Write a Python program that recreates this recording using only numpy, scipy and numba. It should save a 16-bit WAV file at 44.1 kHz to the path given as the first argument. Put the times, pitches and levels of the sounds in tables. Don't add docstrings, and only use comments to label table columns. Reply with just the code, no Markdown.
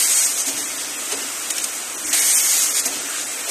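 import sys
import numpy as np
from scipy import signal
from scipy.fft import rfft, irfft
from scipy.io import wavfile
from scipy.ndimage import uniform_filter1d
from numba import njit

SR = 44100
rng = np.random.default_rng(int(sys.argv[2]) if len(sys.argv) > 2 else 0)


def wrap_up_sound(samples):
    columns = np.atleast_2d(samples).T
    tamed = np.clip(columns, -1, 1)
    steps = np.round(tamed * 32767).astype(np.int16)
    wavfile.write(sys.argv[1], SR, steps)


def nominal_scale(level):
    x = np.asarray(level, float) / 20
    return 10 ** x


N = 154350

# frequency in Hz, density in dB per Hz.
LEAK_SPECTRUM = [(700, -26.5), (1300, -4), (2600, -1.5), (4500, -5), (6500, -2.5), (8200, 2), (10300, -7),
                 (14500, -10)]
# time in seconds, level change in dB.
LEAK_PATH = [(0, 0), (.6, 0.5), (.88, 0), (1.27, .5), (1.7, 0.5), (1.85, -2), (2.04, -1.5), (3.0, 1),
             (3.3, -0.5), (3.5, 0.5)]
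# frequency in Hz, density in dB per Hz.
HALL_SPECTRUM = [(20, -48), (60, -26), (105, -18), (160, -31), (200, -14), (290, -4.5), (600, -6),
                 (1500, -7)]
# frequency in Hz, width in Hz, level in dB.
FRAME_MODES = [(286.3, 60, -51), (209.2, 17, -64.5), (629, 100, -51), (740, 100, -54)]
# frequency in Hz, rms level in dB.
MAINS_HUM = [(100, -63)]
# start in seconds, peak level in dB, pitch in Hz, decay time (T60) in seconds.
THUDS = [(0.47, -27.5, 275, 0.26), (.47, -33, 641, 0.35), (.4, -33, 730, .15), (.5, -36, 520, .15),
         (0.574, -26.5, 310, 0.11), (.63, -36, 285, .12), (.77, -32.5, 285, 0.14), (.87, -38, 287, 0.18),
         (.955, -39, 287, 0.2), (1.118, -29, 1290, 0.045), (1.12, -29, 780, .04), (1.122, -28, 1900, .03),
         (1.116, -24.5, 940, 0.036), (1.125, -29, 605, 0.088), (1.123, -26, 415, 0.2),
         (1.135, -33, 280, .3), (1.211, -39, 259.6, 0.39), (2.045, -33, 301, 0.32), (2.09, -36, 266, 0.28),
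         (2.045, -48, 58, 0.5), (1.121, -45, 109.5, 0.094), (2.959, -46.5, 116.5, 0.26),
         (0.53, -47, 110.6, 0.42), (2.132, -24, 682, 0.08), (2.141, -31.5, 318, 0.15),
         (2.853, -27, 660, .1), (2.87, -34, 720, .3), (2.92, -35, 620, .3), (2.855, -32.5, 259.6, 0.38),
         (2.855, -32.5, 479, 0.13), (2.9, -32.5, 268.5, 0.21), (2.956, -29, 302, 0.15),
         (3.03, -36, 292, 0.33), (3.47, -33, 685, 0.22), (3.485, -28.5, 377, 0.21)]
# start in seconds, length in seconds, level in dB, centre in Hz.
WHIRRS = [
    (3.05, 0.19, -34, 1500),
    (2.03, 0.34, -32, 2050),
    (2.3, .24, -29, 12000),
    (2.13, .2, -42, 700),
]
# frequency in Hz, density in dB per Hz.
JET_SPECTRUM = [(500, -21), (1180, -19), (2160, -12.5), (4310, -8.5), (6600, -3.5), (8300, -1.5),
                (10300, -9), (14500, -12)]
# frequency in Hz, width in Hz, level in dB.
NOZZLE_MODES = [(6540, 700, -0.5), (8476, 1100, -0.5), (2185, 390, -14)]
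# peak time in seconds, level in dB, rise in seconds, fall in seconds, dull body share in dB.
PUFFS = [(0.487, -19.5, 0.024, 0.022, -33), (0.586, -23.5, 0.02, 0.047, -10.5),
         (.82, -30, 0.045, 0.024, -4), (1.126, -19.5, 0.0095, 0.012, -3.5),
         (1.224, -27.5, 0.029, 0.021, -17), (1.5075, -15, 0.0045, 0.0037, -8),
         (1.52, -25, .006, 0.0064, -12), (1.57, -26, .01, 0.0073, -29), (1.583, -20, .002, 0.0078, -5),
         (1.624, -25, 0.006, .005, -20), (1.6432, -15.5, 0.003, 0.005, -16),
         (1.634, -27, .003, 0.0033, -20), (1.75, -31, 0.033, 0.074, -33), (2.13, -21.5, 0.0015, 0.034, 1),
         (2.701, -21, 0.016, 0.038, -38), (2.751, -20.5, .01, 0.0092, -14.5),
         (2.77, -20, 0.009, 0.012, -11), (2.799, -17, 0.023, 0.0088, -12), (2.829, -32, 0.02, 0.011, -6),
         (2.864, -14, 0.011, 0.013, -14), (2.939, -29.5, 0.024, 0.053, -2),
         (3.2, -28.5, 0.063, 0.027, -5.5), (3.497, -21.5, 0.0088, 0.0096, -7)]
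# start in seconds, peak level in dB, pitch in Hz.
TICKS = [(1.5808, -12.5, 5470), (2.1276, -25, 7900), (2.6, -28, 5800), (3.212, -15, 7000),
         (0.51, -32, 5500), (1.5055, -23, 7150), (1.4, -22, 8110), (1.642, -20, 5000), (1.6, -16.5, 6600),
         (2.7432, -24, 5000), (2.8609, -16, 11000), (.5776, -22, 8310), (1.1228, -19.5, 8560),
         (3.1, -20, 8620)]
# time in seconds, flow level in dB, guard slot whistle in dB.
BLASTS = [
    [(0, -18, 2.5), (.08, -15.5, 0), (.15, -16, 2), (.265, -18.5, 2.5), (.338, -26.5, 4), (.38, -22.5, -3),
     (.418, -20.5, 0), (.446, -29.5, -1), (.46, -26.5, 0.5)],
    [(2.04, -40, -2), (2.048, -24.5, 1), (2.065, -26, 1), (2.1, -22, 1), (2.126, -31, 0)],
    [(2.129, -16.5, 1.5), (2.166, -18, 3), (2.2, -15, 3), (2.32, -14.5, 0.5), (2.365, -16, 1),
     (2.45, -15, -3), (2.55, -14, -2.5), (2.58, -16.5, -1.5), (2.64, -15, -4)],
]
# frequency in Hz, rounding step over band rms in dB.
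PHONE_STEP = [(600, -12), (1500, 1), (2200, 6.5), (4900, 6.8), (5900, 2.5), (9500, 3), (10800, 6.8),
              (14000, 6.8)]
THIN_MIDS_S = [.15, .195, .26, .36, .43, .45, .57, .66, .76, .97, .99, 1.15, 1.52, 1.635, 1.96, 2.05, 2.1,
               2.215, 2.36, 2.38, 2.41, 2.6, 2.7, 2.75, 2.8, 2.82, 2.87]
THIN_TOP_S = [.36, .43, .45, .57, .66, .8, .85, 1.13, 1.52, 1.635, 1.82, 1.96, 2.05, 2.52, 2.7, 2.75, 2.82,
              2.96, 3.0, 3.05, 3.17, 3.19, 3.29]

LEAK_DB, LEAK_SWELL_DB, LEAK_FLICKER_DB, HALL_DB = -27.5, 0, 1.04, -39.5
CAPS_PER_S, CAPS_DB, CAP_HZ, CAP_CYCLES = 540, -35, 7307, 16
THUD_PUSH_S, THUD_TAIL_DB, FRAME_T60_S = 0.0033, -13, 0.6
JET_FLICKER_DB, NOZZLE_DB, NOZZLE_FLICKER_DB = 0.8, -6.5, 1.2
SPIT_PER_S, SPIT_DB = 160, -24.5
TICK_T60_S = 0.02
SLOT_HZ, SLOT_WIDTH_HZ, BLAST_TAIL_S = 8460, 1700, 0.076
BUFFET_HZ, BUFFET_DB, SPUTTER_DB = 49.7, -58, 1.0
LIMIT, TOP_HZ = 0.6, 14050
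FRAME_LEN, BAND_LINES = 944, 16
STEP_FRAME_DB, STEP_BAND_DB, ROUND_AT, ATTACK_DB = 1.2, 2.4, 0.4, 6
MASK_PER_DB, MASK_HZ, THIN_DB = 0.1, 5600, 5


def rms1(x):
    return x / np.sqrt(np.mean(x ** 2))


@njit
def svf(x, hz, width):
    y, b, l = np.empty(len(x)), 0., 0.
    for i in range(len(x)):
        g, k = np.tan(np.pi * hz[i] / SR), width / hz[i]
        v = (b + g * (x[i] - l)) / (1 + g * (g + k))
        b, l, y[i] = 2 * v - b, l + 2 * g * v, k * v
    return y


def band(hz, width, x=None):
    if x is None:
        x = rng.standard_normal(N)
    hz = np.minimum(hz + np.zeros(N), 0.45 * SR)
    once = svf(x, hz, 1. * width)
    return rms1(svf(once, hz, 1. * width))


def walk(rate):
    k = int(SR / rate)
    steps = np.repeat(rng.standard_normal(N // k + 1), k)
    return 1.3 * uniform_filter1d(uniform_filter1d(steps, k), k)[:N]


def colour(table, flicker_db, rate):
    hz, db = np.array(table, float).T
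    bins, out = np.fft.rfftfreq(N, 1 / SR), 0
    shape = nominal_scale(np.interp(np.log(bins + 1), np.log(hz), db, left=-90, right=-90))
    noise = rfft(rng.standard_normal(N)) * shape
    for centre in np.arange(np.log2(hz[0]), np.log2(hz[-1]) + 0.5, 0.5):
        distance = np.clip(2 * (np.log2(bins + 1) - centre), -1, 1)
        part = np.cos(np.pi / 2 * distance) ** 2
        out = out + irfft(noise * part, N) * nominal_scale(flicker_db * walk(rate))
    return rms1(out)


def clicks(per_s, spread_db):
    chance, size = rng.random((N, 2)).T
    return (chance < per_s / SR) * nominal_scale(-spread_db * np.log(size + 1e-9)) * rng.choice([-1, 1], N)


def ring(t, start, hz, t60, push):
    u = np.maximum(t - start, 0)
    return (1 - np.exp(-u / push)) * np.exp(-np.log(1000) * u / t60) * np.sin(2 * np.pi * hz * u)


def factory_hall(t):
    out = nominal_scale(HALL_DB) * colour(HALL_SPECTRUM, 1.5, 8.09)
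    for hz, width, db in FRAME_MODES:
        out = out + nominal_scale(db + walk(15)) * band(hz, width)
    for hz, db in MAINS_HUM:
        out = out + nominal_scale(db + 2 * walk(5.6)) * np.sin(2 * np.pi * hz * t)
    return out


def air_leak(t):
    level_db = LEAK_DB + np.interp(t, *np.array(LEAK_PATH).T) + LEAK_SWELL_DB * walk(9.05)
    return nominal_scale(level_db) * colour(LEAK_SPECTRUM, LEAK_FLICKER_DB, 15)


def cap_bowl():
    out = 0
    for ratio in (0.82, 0.93, 1.12):
        hz = CAP_HZ * ratio
        knocks = np.clip(clicks(CAPS_PER_S / 3, 2.5), -2, 2)
        out = out + band(hz, hz / CAP_CYCLES, knocks)
    return nominal_scale(CAPS_DB) * rms1(out)


def whirrs(t):
    out = 0
    for start, length, db, hz in WHIRRS:
        swell = np.sin(np.pi * np.clip((t - start) / length, 0, 1))
        out = out + nominal_scale(db) * swell * band(hz, 0.5 * hz)
    return out


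def cylinders(t):
    out = 0
    for start, db, hz, t60 in THUDS:
        fade = np.clip((t - start) / 0.0082, 0, 1)
        fade = fade * np.exp(-np.log(1000) * np.maximum(t - start, 0) / FRAME_T60_S)
        tail = nominal_scale(THUD_TAIL_DB) * band(hz, 0.56 * hz) * fade
        low = ring(t, start, hz, t60, THUD_PUSH_S)
        high = 0.3 * ring(t, start, 1.4 * hz, t60, THUD_PUSH_S)
        out = out + nominal_scale(db) * (low + high + tail)
    return out


def metal_ticks(t):
    out = 0
    for start, db, hz in TICKS:
        low = ring(t, start, hz, TICK_T60_S, 0.0003)
        high = 0.6 * ring(t, start, 1.47 * hz, 0.6 * TICK_T60_S, 0.0002)
        out = out + nominal_scale(db) * (low + high)
    return out


def compressed_air():
    spits = np.clip(clicks(SPIT_PER_S, 3.5), -2.5, 2.5)
    tones = 0
    for hz, width, db in NOZZLE_MODES:
        level = nominal_scale(db + NOZZLE_FLICKER_DB * walk(25.3))
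        tones = tones + level * band(hz * (1 + 0.014 * walk(14)), width)
    hiss = colour(JET_SPECTRUM, JET_FLICKER_DB, 18)
    return rms1(hiss + nominal_scale(NOZZLE_DB) * tones + nominal_scale(SPIT_DB) * band(9700, 4500, spits))


def valves(t, jet):
    out, body = 0, band(3100, 5100)
    other_air = jet[::-1]
    for peak, db, rise, fall, body_db in PUFFS:
        swell = np.exp(-((t - peak) / rise) ** 2)
        decay = np.exp(-np.maximum(t - peak, 0) / fall)
        out = out + nominal_scale(db) * np.where(t < peak, swell, decay) * (other_air + nominal_scale(body_db) * body)
    return out


def nozzle(t, jet):
    out = 0
    slot = svf(jet, SLOT_HZ + np.zeros(N), SLOT_WIDTH_HZ)
    buffet = nominal_scale(BUFFET_DB + 3.4 * walk(26)) * band(BUFFET_HZ, 70)
    sputter = nominal_scale(SPUTTER_DB * walk(29.88) + 0.74 * walk(90))
    for rows in BLASTS:
        s, flow_db, slot_db = np.array(rows).T
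        tail = np.exp(-np.maximum(t - s[-1], 0) / BLAST_TAIL_S)
        flow = (t >= s[0]) * nominal_scale(np.interp(t, s, flow_db)) * tail
        whistle = (nominal_scale(np.interp(t, s, slot_db)) - 1) * slot
        out = out + flow * ((jet + whistle) * sputter + buffet)
    return out


def scene():
    t, jet = np.arange(N) / SR, compressed_air()
    air = nozzle(t, jet) + valves(t, jet)
    machine = metal_ticks(t) + cylinders(t) + whirrs(t)
    background = air_leak(t) + cap_bowl() + factory_hall(t)
    mono = air + machine + background
    return np.array([mono, mono])


def phone_thinning(x):
    m, count = FRAME_LEN, N // FRAME_LEN + 2
    n, k = np.arange(2 * m), np.arange(m)
    window = np.sin(np.pi / 2 * np.sin(np.pi * (n + 0.5) / (2 * m)) ** 2)
    basis = np.sqrt(2 / m) * window * np.cos(np.pi / m * np.outer(k + 0.5, n + 0.5 + m / 2))
    halves = np.pad(x, (m, count * m - N)).reshape(-1, m)
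    frames = np.hstack([halves[:-1], halves[1:]])
    lines = (frames @ basis.T).reshape(count, -1, BAND_LINES)
    hz = (np.arange(m // BAND_LINES) + 0.5) * BAND_LINES * SR / (2 * m)

    power = np.mean(frames.reshape(count, 16, -1) ** 2, axis=2) + 1e-12
    rise = power[:, 4:12] / (power[:, 2:10] + power[:, 3:11]) * 2
    attack = np.max(rise, axis=1) > nominal_scale(2 * ATTACK_DB)
    band_db = np.interp(hz, *np.array(PHONE_STEP).T) + STEP_BAND_DB * rng.standard_normal((count, len(hz)))
    frame_db = STEP_FRAME_DB * rng.standard_normal(count) - 20 * attack
    db = band_db + frame_db[:, None]

    loud_db = 10 * np.log10(power.mean(axis=1))
    db = db + MASK_PER_DB * np.outer(loud_db - loud_db.mean(), hz < MASK_HZ)
    mids, top = (hz > 2500) & (hz < 5100), hz > 10300
    for times, weak in ((THIN_MIDS_S, mids), (THIN_TOP_S, top)):
        hit = np.isin(np.arange(count), np.round(np.array(times) * SR / m))
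        db = db + THIN_DB * np.outer(hit, weak)

    rms = uniform_filter1d(np.sqrt(np.mean(lines ** 2, axis=2)), size=3, axis=1)
    step = (nominal_scale(db) * rms + 1e-12)[..., None]
    rounded = np.sign(lines) * np.floor(np.abs(lines) / step + ROUND_AT) * step
    back = rounded.reshape(count, m) @ basis
    return (back[:-1, m:] + back[1:, :m]).ravel()[:N]


def band_limit(x):
    return signal.sosfilt(signal.butter(12, 14930, fs=SR, output="sos"), x)


def record(dry):
    x = LIMIT * np.tanh(dry[0] / LIMIT)
    top_cut = signal.ellip(10, 0.2, 60, TOP_HZ, fs=SR, output="sos")
    x = signal.sosfilt(top_cut, phone_thinning(x))
    return band_limit(np.array([x, x]))


dry = scene()
out = record(dry)
wrap_up_sound(out)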